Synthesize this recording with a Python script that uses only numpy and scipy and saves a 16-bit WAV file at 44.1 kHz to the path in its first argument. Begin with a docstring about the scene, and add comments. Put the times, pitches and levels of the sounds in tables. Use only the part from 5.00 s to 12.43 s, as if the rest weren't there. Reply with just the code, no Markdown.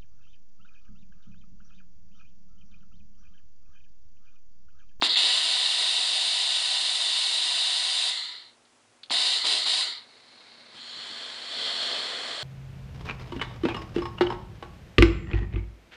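"""A click and a spit, close to the microphone: an upright steam iron stutters into a long jet, drains,
and fires again in three quick pushes. Water spits as it flashes to steam on the hot plate; the turbulent
steam sounds the chamber and whistles through the holes of the soleplate. The iron simmers, is laid on a
shirt with soft thuds, and hisses on, muffled by the cloth. Behind it lies a small, quiet room with a
faint mains hum that grows as the microphone moves."""
import sys
import numpy as np
from scipy import signal
from scipy.fft import rfft, irfft, next_fast_len
from scipy.io import wavfile
from scipy.ndimage import uniform_filter1d, map_coordinates

SR = 44100
rng = np.random.default_rng(int(sys.argv[2]) if len(sys.argv) > 2 else 0)


def transcribe(u):
    """Save the signal u as a 16-bit wav file named by the first command-line argument.

    u: samples, shape (n,) or (channels, n), limited to [-1, 1]; the rate is SR.
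    q: integer samples, one column per channel.
    """
    v = np.clip(np.atleast_2d(u).T, -1, 1)
    q = np.round(v * 32767).astype(np.int16)
    wavfile.write(sys.argv[1], SR, q)


N = 327663
TIME = np.arange(N) / SR


def amp(db):
    """Decibels to gain."""
    return 10 ** (np.asarray(db) / 20)


def to_db(gain):
    """Gain to decibels, with a floor at -120 dB."""
    return 20 * np.log10(np.maximum(gain, 1e-6))


def unit(x):
    """Scale to rms 1."""
    return x / np.sqrt(np.mean(x ** 2) + 1e-20)


def along(points, hz):
    """Read (f/Hz, value) points on a log frequency axis."""
    f, v = np.transpose(points)
    return np.interp(np.log(hz + 1), np.log(f + 1), v)


def ramp(start, length):
    """Go evenly from 0 to 1 over length seconds."""
    return np.clip((TIME - start) / length, 0, 1)


def strike(start, t60, attack):
    """Envelope of a blow; all times in seconds."""
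    age = np.maximum(TIME - start, 0)
    return amp(-60 * age / t60) * (1 - np.exp(-age / attack))


def wobble(rate):
    """A smooth random curve, rate knots a second."""
    return map_coordinates(rng.standard_normal(int(N * rate / SR) + 4), [TIME * rate])


def filtered(x, response):
    """Shape the spectrum of x by a response, a function of frequency."""
    size = next_fast_len(len(x) + SR // 4)
    return irfft(rfft(x, size) * response(np.fft.rfftfreq(size, 1 / SR)), size)[:len(x)]


def noise(response, size=N):
    """Coloured noise of rms 1."""
    return unit(filtered(rng.standard_normal(size), response))


def gliding(response, pace):
    """Coloured noise whose frequencies are scaled by pace, sample by sample."""
    return unit(map_coordinates(noise(response, size=N + N // 4), [np.cumsum(pace)], order=3))


def bell(hz, centre, width):
    """A resonance hump that is half as high at the edges of its width."""
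    return .5 ** ((2 * (hz - centre) / width) ** 2)


def resonant(modes):
    """Response of a few separate resonances."""
    return lambda hz: sum(amp(db) * bell(hz, centre, width) for centre, width, db in modes)


def register(slope, modes, low_hz, high_hz, order=20):
    """Response of one band of a sloping spectrum lifted by resonances."""
    def response(hz):
        lift_db = sum(db * bell(hz, centre, width) for centre, width, db in modes)
        edges = (1 + (low_hz / (hz + 1)) ** order) * (1 + (hz / high_hz) ** order)
        return amp(along(slope, hz) + lift_db) / edges
    return response


def room():
    """Room tone: still air and a slightly unsteady mains hum that grows as the microphone moves."""
    # spectrum of the air: f/Hz, relative level/dB
    air_colour = [(15, -55), (25, -20), (91, -20), (103, -6.5), (124, -14.5), (205, -17), (239, -8.5),
                  (316, -9.5), (747, -8.5), (1410, -12.5), (8970, -20), (10700, -25), (13900, -47),
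                  (22000, -120)]
    # hum partials: f/Hz, level/dB before the gain for distance
    partials = [(118.4, -83.5), (236.9, -75), (355.3, -81.5)]
    far_db, near_db, move_from_s, move_to_s = -4, 7.5, 4.86, 6.09
    distance_db = far_db + (near_db - far_db) * ramp(move_from_s, move_to_s - move_from_s)
    hum = np.zeros(N)
    for hz, db in partials:
        peak = np.sqrt(2) * amp(db + 1.2 * wobble(1.6))
        hum += peak * np.sin(2 * np.pi * hz * TIME + .4 * wobble(9.3))
    air = amp(-62.5) * noise(lambda hz: amp(along(air_colour, hz)))
    return amp(distance_db) * hum + air


def walls(x):
    """The small, furnished room answers briefly and ripples the spectrum of the hiss."""
    # reverberation time: f/Hz, t60/s
    decay = [(150, 0.5), (1000, 0.66), (4000, 0.1), (10000, 0.082)]
    hz, t, spectra = signal.stft(rng.standard_normal(SR // 3), SR, nperseg=256)
    tail = signal.istft(spectra * amp(-60 * t / along(decay, hz)[:, None]), SR, nperseg=256)[1]
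    predelay = np.zeros(round(.004 * SR))
    return signal.fftconvolve(x, np.r_[predelay, tail / np.linalg.norm(tail)])[:N]


def bumps():
    """Soft thuds as the soleplate settles on the padded board."""
    # landings: t/s, level/dB
    landings = [(5.735, -54.5), (5.96, -52), (6.095, -51.5), (6.55, -51)]
    # spectrum of the board: f/Hz, relative level/dB
    board = [(40, -20), (110, -13), (220, -2), (400, -8), (1200, -35), (5000, -70)]
    blows = sum(amp(db) * strike(s, t60=0.26, attack=0.0036) for s, db in landings)
    return blows * noise(lambda hz: amp(along(board, hz)))


def simmer():
    """The last water boils off with a thin hiss that grows as the iron tips forward."""
    # spectrum of the idle soleplate: f/Hz, relative level/dB
    colour = [(88, -39), (150, -16.5), (204, -11), (238, -8), (278, -13), (473, -9), (666, -10),
              (1170, -9.5), (1570, -8), (1890, -10), (2130, -11), (3450, -10), (4310, -0.5), (4690, -8),
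              (9000, -47), (11700, -63), (19800, -120)]
    from_s, to_s, growth_db_per_s = 4.94, 5.7, 8.5
    level_db = -58 + growth_db_per_s * (np.clip(TIME, from_s, to_s) - from_s)
    gate = ramp(from_s, length=0.045) * (1 - ramp(to_s, length=0.73))
    lift_db = lambda hz: 2.9 * bell(hz, 3800, 450) + 6.5 * bell(hz, 2117, 235.9)
    hiss = noise(lambda hz: amp(along(colour, hz) + lift_db(hz)))
    return gate * amp(level_db + 1.299 * wobble(130)) * hiss


def pressing():
    """Cloth covers the vents: their resonance splits in two; the weave adds a grainy rush and rubs."""
    # the iron on the shirt: t/s, steam flow/dB, cloth rush/dB
    stroke = [(5.7, -55, -58), (5.722, -52, -55), (5.816, -45, -55.5), (6.082, -40, -47),
              (6.438, -40, -46.5), (6.626, -30.5, -41.5), (6.926, -30.5, -40), (7.164, -36, -41.5),
              (7.38, -36.5, -41.5)]
    # spectrum of steam through cloth: f/Hz, relative level/dB
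    slope = [(90, -23.5), (180, -11), (400, -1.5), (1000, -0.5), (2000, -2), (2600, 0.5), (4400, -7),
             (5100, -2.5), (6300, -14), (7200, -7.5), (9300, -15.5), (11000, -28)]
    # resonances of the covered soleplate: f/Hz, width/Hz, lift/dB
    modes = [(481, 81, 3.5), (647, 170, 4.5), (1175, 240, 4), (1650, 440, 6.5), (2024, 230, 6.5),
             (3344, 1070, 16.5), (3800, 320, -0.5), (4330, 700, 18.5)]
    # vents that the cloth only half covers: f/Hz, width/Hz, relative level/dB
    half_covered = [(4170, 540, 0), (6930, 520, -13.5)]
    firm_db, flow_share = -40.5, 0.29  # cloth rush under a firm hand; the flow's weight in the fizz
    times, *levels = np.transpose(stroke)
    flow_db, cloth_db = (np.interp(TIME, times, db) for db in levels)
    rub_db = -45.5 + 1.58 * (cloth_db - firm_db)
    fizz_db = -9.5 + flow_share * flow_db + (1 - flow_share) * cloth_db
    covered = lambda low_hz, high_hz: noise(register(slope, modes, low_hz, high_hz))
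    vents = amp(flow_db) * covered(2830, 6000)
    weave = amp(cloth_db + 0.31 * wobble(110)) * covered(746, 2670)
    rub = amp(rub_db + 1.2 * wobble(70)) * covered(60, 840)
    fizz = amp(fizz_db) * covered(5020, 12000)
    leak = amp(-39) * strike(5.76, t60=1.6, attack=0.16) * noise(resonant(half_covered))
    grain = amp(0.5 * wobble(180))
    return ramp(times[0], length=0.065) * grain * (vents + weave + rub + fizz + leak)


def trigger():
    """Small, quickly damped clicks of the plastic trigger and its valve."""
    # clicks: t/s, level/dB before the band-pass
    clicks = [(0.0133, -24.5), (3.6516, -56), (4.0327, -33), (4.059, -48), (4.098, -30), (4.3986, -38),
              (5.501, -54)]
    # resonances of the trigger: f/Hz, width/Hz, relative level/dB
    plastic = [(1510, 3600, -17), (3500, 940, 0.5), (4400, 650, -2), (5100, 500, -18), (8470, 3200, -26)]
    blows = sum(amp(db) * strike(s, t60=0.038, attack=0.0007) for s, db in clicks)
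    ring = unit(np.tanh(noise(resonant(plastic))))  # dense, without stray peaks
    return signal.sosfilt(signal.butter(2, [1500, 6000], "band", fs=SR, output="sos"), blows * ring)


def spits():
    """Water hits the hot plate: one pressure pop rings the chamber, then a short, low puff follows."""
    # resonances rung by water flashing to steam: f/Hz, width/Hz, relative level/dB
    modes = [(326, 150, -10), (680, 700, 2), (956, 530, 5), (1450, 470, -1.5), (3040, 2000, 4)]
    # spits: t/s, pop gain/dB, puff gain/dB, puff t60/s
    flashes = [(0.023, -5, -25, 0.088), (4.1061, -16.5, -28, 0.13), (4.436, -37, -32, 0.34),
               (4.653, -32, -32, 0.15), (4.787, -45, -42, 0.13)]
    puff = unit(np.tanh(noise(resonant(modes))))
    out = np.zeros(N)
    for start, pop_db, puff_db, t60 in flashes:
        age = np.maximum(TIME - start, 0)
        # neighbouring modes swing in opposite directions
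        pop = sum((-1) ** k * amp(db) * np.exp(-np.pi * width * age) * np.sin(2 * np.pi * hz * age)
                  for k, (hz, width, db) in enumerate(modes))
        out += amp(pop_db) * pop + amp(puff_db) * strike(start, t60, attack=0.0056) * puff
    return signal.sosfilt(signal.butter(3, [230, 6500], "band", fs=SR, output="sos"), out)


def push(start, attack_s, let_go, drop_db, drain_s, level_db, surge_db,
         fizz_db, sputter_db, sing_db, vent_hz):
    """Curves of one push: the steam surges, settles as the water boils away, and drains once let go."""
    dry_s, surge_s, choke_s, young_s, shut_s = 0.93, 0.065, 0.022, 0.32, 0.022
    age = np.maximum(TIME - start, 0)
    wet = np.exp(-age / dry_s)  # fresh water adds flow and sputter
    drained = ramp(let_go, drain_s)
    # the valve snaps shut and the pressure falls evenly; the amplitude follows nearly its square
    sag_db = 1.99 * to_db(1 - drained) - drop_db * ramp(let_go, shut_s)
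    boost_db = surge_db * np.exp(-age / surge_s) + 3 * wet
    flow_db = level_db + boost_db + sag_db + to_db(1 - np.exp(-age / attack_s))
    flutter_db = 0.06 + 1.16 * np.exp(-age / young_s)
    # the surge briefly chokes the vents: less fizz, more singing
    choke_db = surge_db * np.exp(-age / choke_s)
    # in draining, the fizz fades faster than the flow and the chamber more slowly
    colour_sag_db = np.maximum(sag_db, -40)
    chamber_db = -13 - 0.15 * colour_sag_db
    fizz_db = fizz_db - boost_db + 0.88 * colour_sag_db - 2.1 * choke_db
    # the vent resonance climbs as the steam dries; it arches up and sinks back as it drains
    vent_hz = vent_hz + 22 * age + 222 * np.sin(np.pi * drained)
    return [flow_db, flutter_db, chamber_db, fizz_db,
            sputter_db + 6.5 * wet, sing_db + 2 * choke_db, vent_hz]


def jet():
    """Close up, turbulent steam sounds chamber and vents; fast flow fizzes and carried water sputters."""
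    # trigger pushes: start/s, attack/s, let go/s, drop on letting go/dB, drain/s, flow/dB, surge/dB,
    # fizz/dB, sputter/dB, singing/dB (these three re flow), starting vent resonance/Hz
    presses = [(0.025, 0.003, 0.054, -2.5, 0.069, -28, 4.5, -8.5, -36, -15, 3778),
               (0.081, 0.007, 0.152, -4, 0.063, -33, 2, -13.5, -33, 4.5, 3850),
               (0.153, 0.0078, 3.094, 2, 0.495, -27.0, 5.5, -10.5, -37, -14, 3821),
               (4.105, 0.0071, 4.336, 0, 0.35, -27, 0.5, -11, -37, -13.5, 3970),
               (4.432, 0.016, 4.55, -1, 0.32, -27.5, 2, -9.5, -34.5, -23, 3967),
               (4.647, 0.014, 4.81, 0.5, 0.28, -28, 1.5, -10, -37, -17, 3990)]
    # turbulence of the free jet: f/Hz, relative level/dB
    slope = [(90, -39), (180, -36), (300, -22), (600, -20), (1600, -16), (2450, -13), (2800, -6.5),
             (4000, 1), (4900, -2.5), (5800, -15.5), (9500, -14.5), (10300, -20), (11000, -26.5)]
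    # resonances of chamber and vents: f/Hz, width/Hz, lift/dB
    modes = [(503, 48, 6), (636, 98, 12), (758.4, 125, 15.5), (1013, 240, 12), (1320, 225, 6),
             (1510, 103, 7.5), (1870, 416, 11), (2245, 185, 7.5), (2887, 800, 10), (3530, 210, 7.5),
             (3785, 350, 10.5), (4180, 390, 6.5), (4686, 470, 6.5), (6600, 170, 4.5), (6850, 550, -3),
             (8330, 360, 4.5), (8950, 400, 5.5)]
    # five sets of separate resonances: f/Hz, width/Hz, relative level/dB
    plate_rings = [(973, 99, -12), (1955, 56, -6), (3670, 210, -5), (7280, 290, -8), (9280, 120, -10.5)]  # sharp rings of the plate
    vent_note = [(4020, 1200, 0)]  # the note of a narrow vent
    slow_vents = [(2820, 620, -12.5), (3510, 560, -5), (3880, 190, -5), (4180, 420, -7), (4750, 1140, -25)]  # slow steam in the vents
    slow_chamber = [(760, 190, -9.5), (960, 75, -1.5), (1320, 350, -4), (2036, 490, 3)]  # slow steam in the chamber
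    slow_fizz = [(6200, 2200, -0.5), (7400, 990, 3), (7960, 560, -22), (8930, 1800, 0.5)]  # overtones of the vents
    rest_hz, hollow_from_db, hollow_over_db = 3808, -36.5, 11.5
    pushes = np.array([push(*row) for row in presses])
    strongest = pushes[:, 0].argmax(axis=0)  # at each moment one push rules the jet
    flow_db, flutter_db, *colour = pushes[strongest, :, np.arange(N)].T
    # the chamber takes a moment to fill and drain, so the colour changes gently
    colour = uniform_filter1d(np.array(colour), size=SR // 70, axis=1)
    chamber_db, fizz_db, sputter_db, sing_db, vent_hz = colour
    plate = lambda low_hz, high_hz: register(slope, modes, low_hz, high_hz)
    # steam too slow to fizz sings in narrow, hollow resonances
    slow = np.clip((hollow_from_db - flow_db - fizz_db) / hollow_over_db, 0, 1)
    blend = lambda fast_sound, slow_sound: np.sqrt(1 - slow) * fast_sound + np.sqrt(slow) * slow_sound
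    # the vent resonance follows the speed of sound in the steam; the broad hiss glides about half as far
    speed = np.clip(vent_hz / rest_hz, .9, 1.1)
    hiss = blend(gliding(plate(2390, 6700), speed ** 0.55), gliding(resonant(slow_vents), speed))
    waver = amp(0.46 * wobble(15))
    singing = amp(sing_db) * gliding(resonant(vent_note), speed)
    vents = waver * (hiss + singing)
    chamber = blend(noise(plate(482, 2820)), noise(resonant(slow_chamber))) * amp(0.17 * wobble(90))
    fizz = blend(noise(plate(5114, 12600)), noise(resonant(slow_fizz)))
    sputter = noise(plate(105, 522)) * unit(amp(2.5 * wobble(60)))
    whistle = amp(-14.5 - 10 * slow) * noise(resonant(plate_rings))
    steam = vents + amp(chamber_db) * chamber + amp(fizz_db) * fizz + amp(sputter_db) * sputter
    # droplets choke the flow for moments, most while the jet is young
    flutter = amp(flutter_db * wobble(260) + 0.061 * wobble(30.92))
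    return amp(flow_db) * flutter * (steam + whistle)


def scene():
    """One microphone close to the iron, with the reflections and room tone well behind."""
    iron = jet() + spits() + trigger() + simmer() + bumps() + pressing()
    reflections = amp(-14) * walls(iron)
    return (iron + reflections + room())[None]


def record(dry):
    """The microphone chain passes nothing above 11 kHz."""
    return filtered(dry[0], lambda hz: hz < 11000)[None]


dry = scene()
out = record(dry)
transcribe(out)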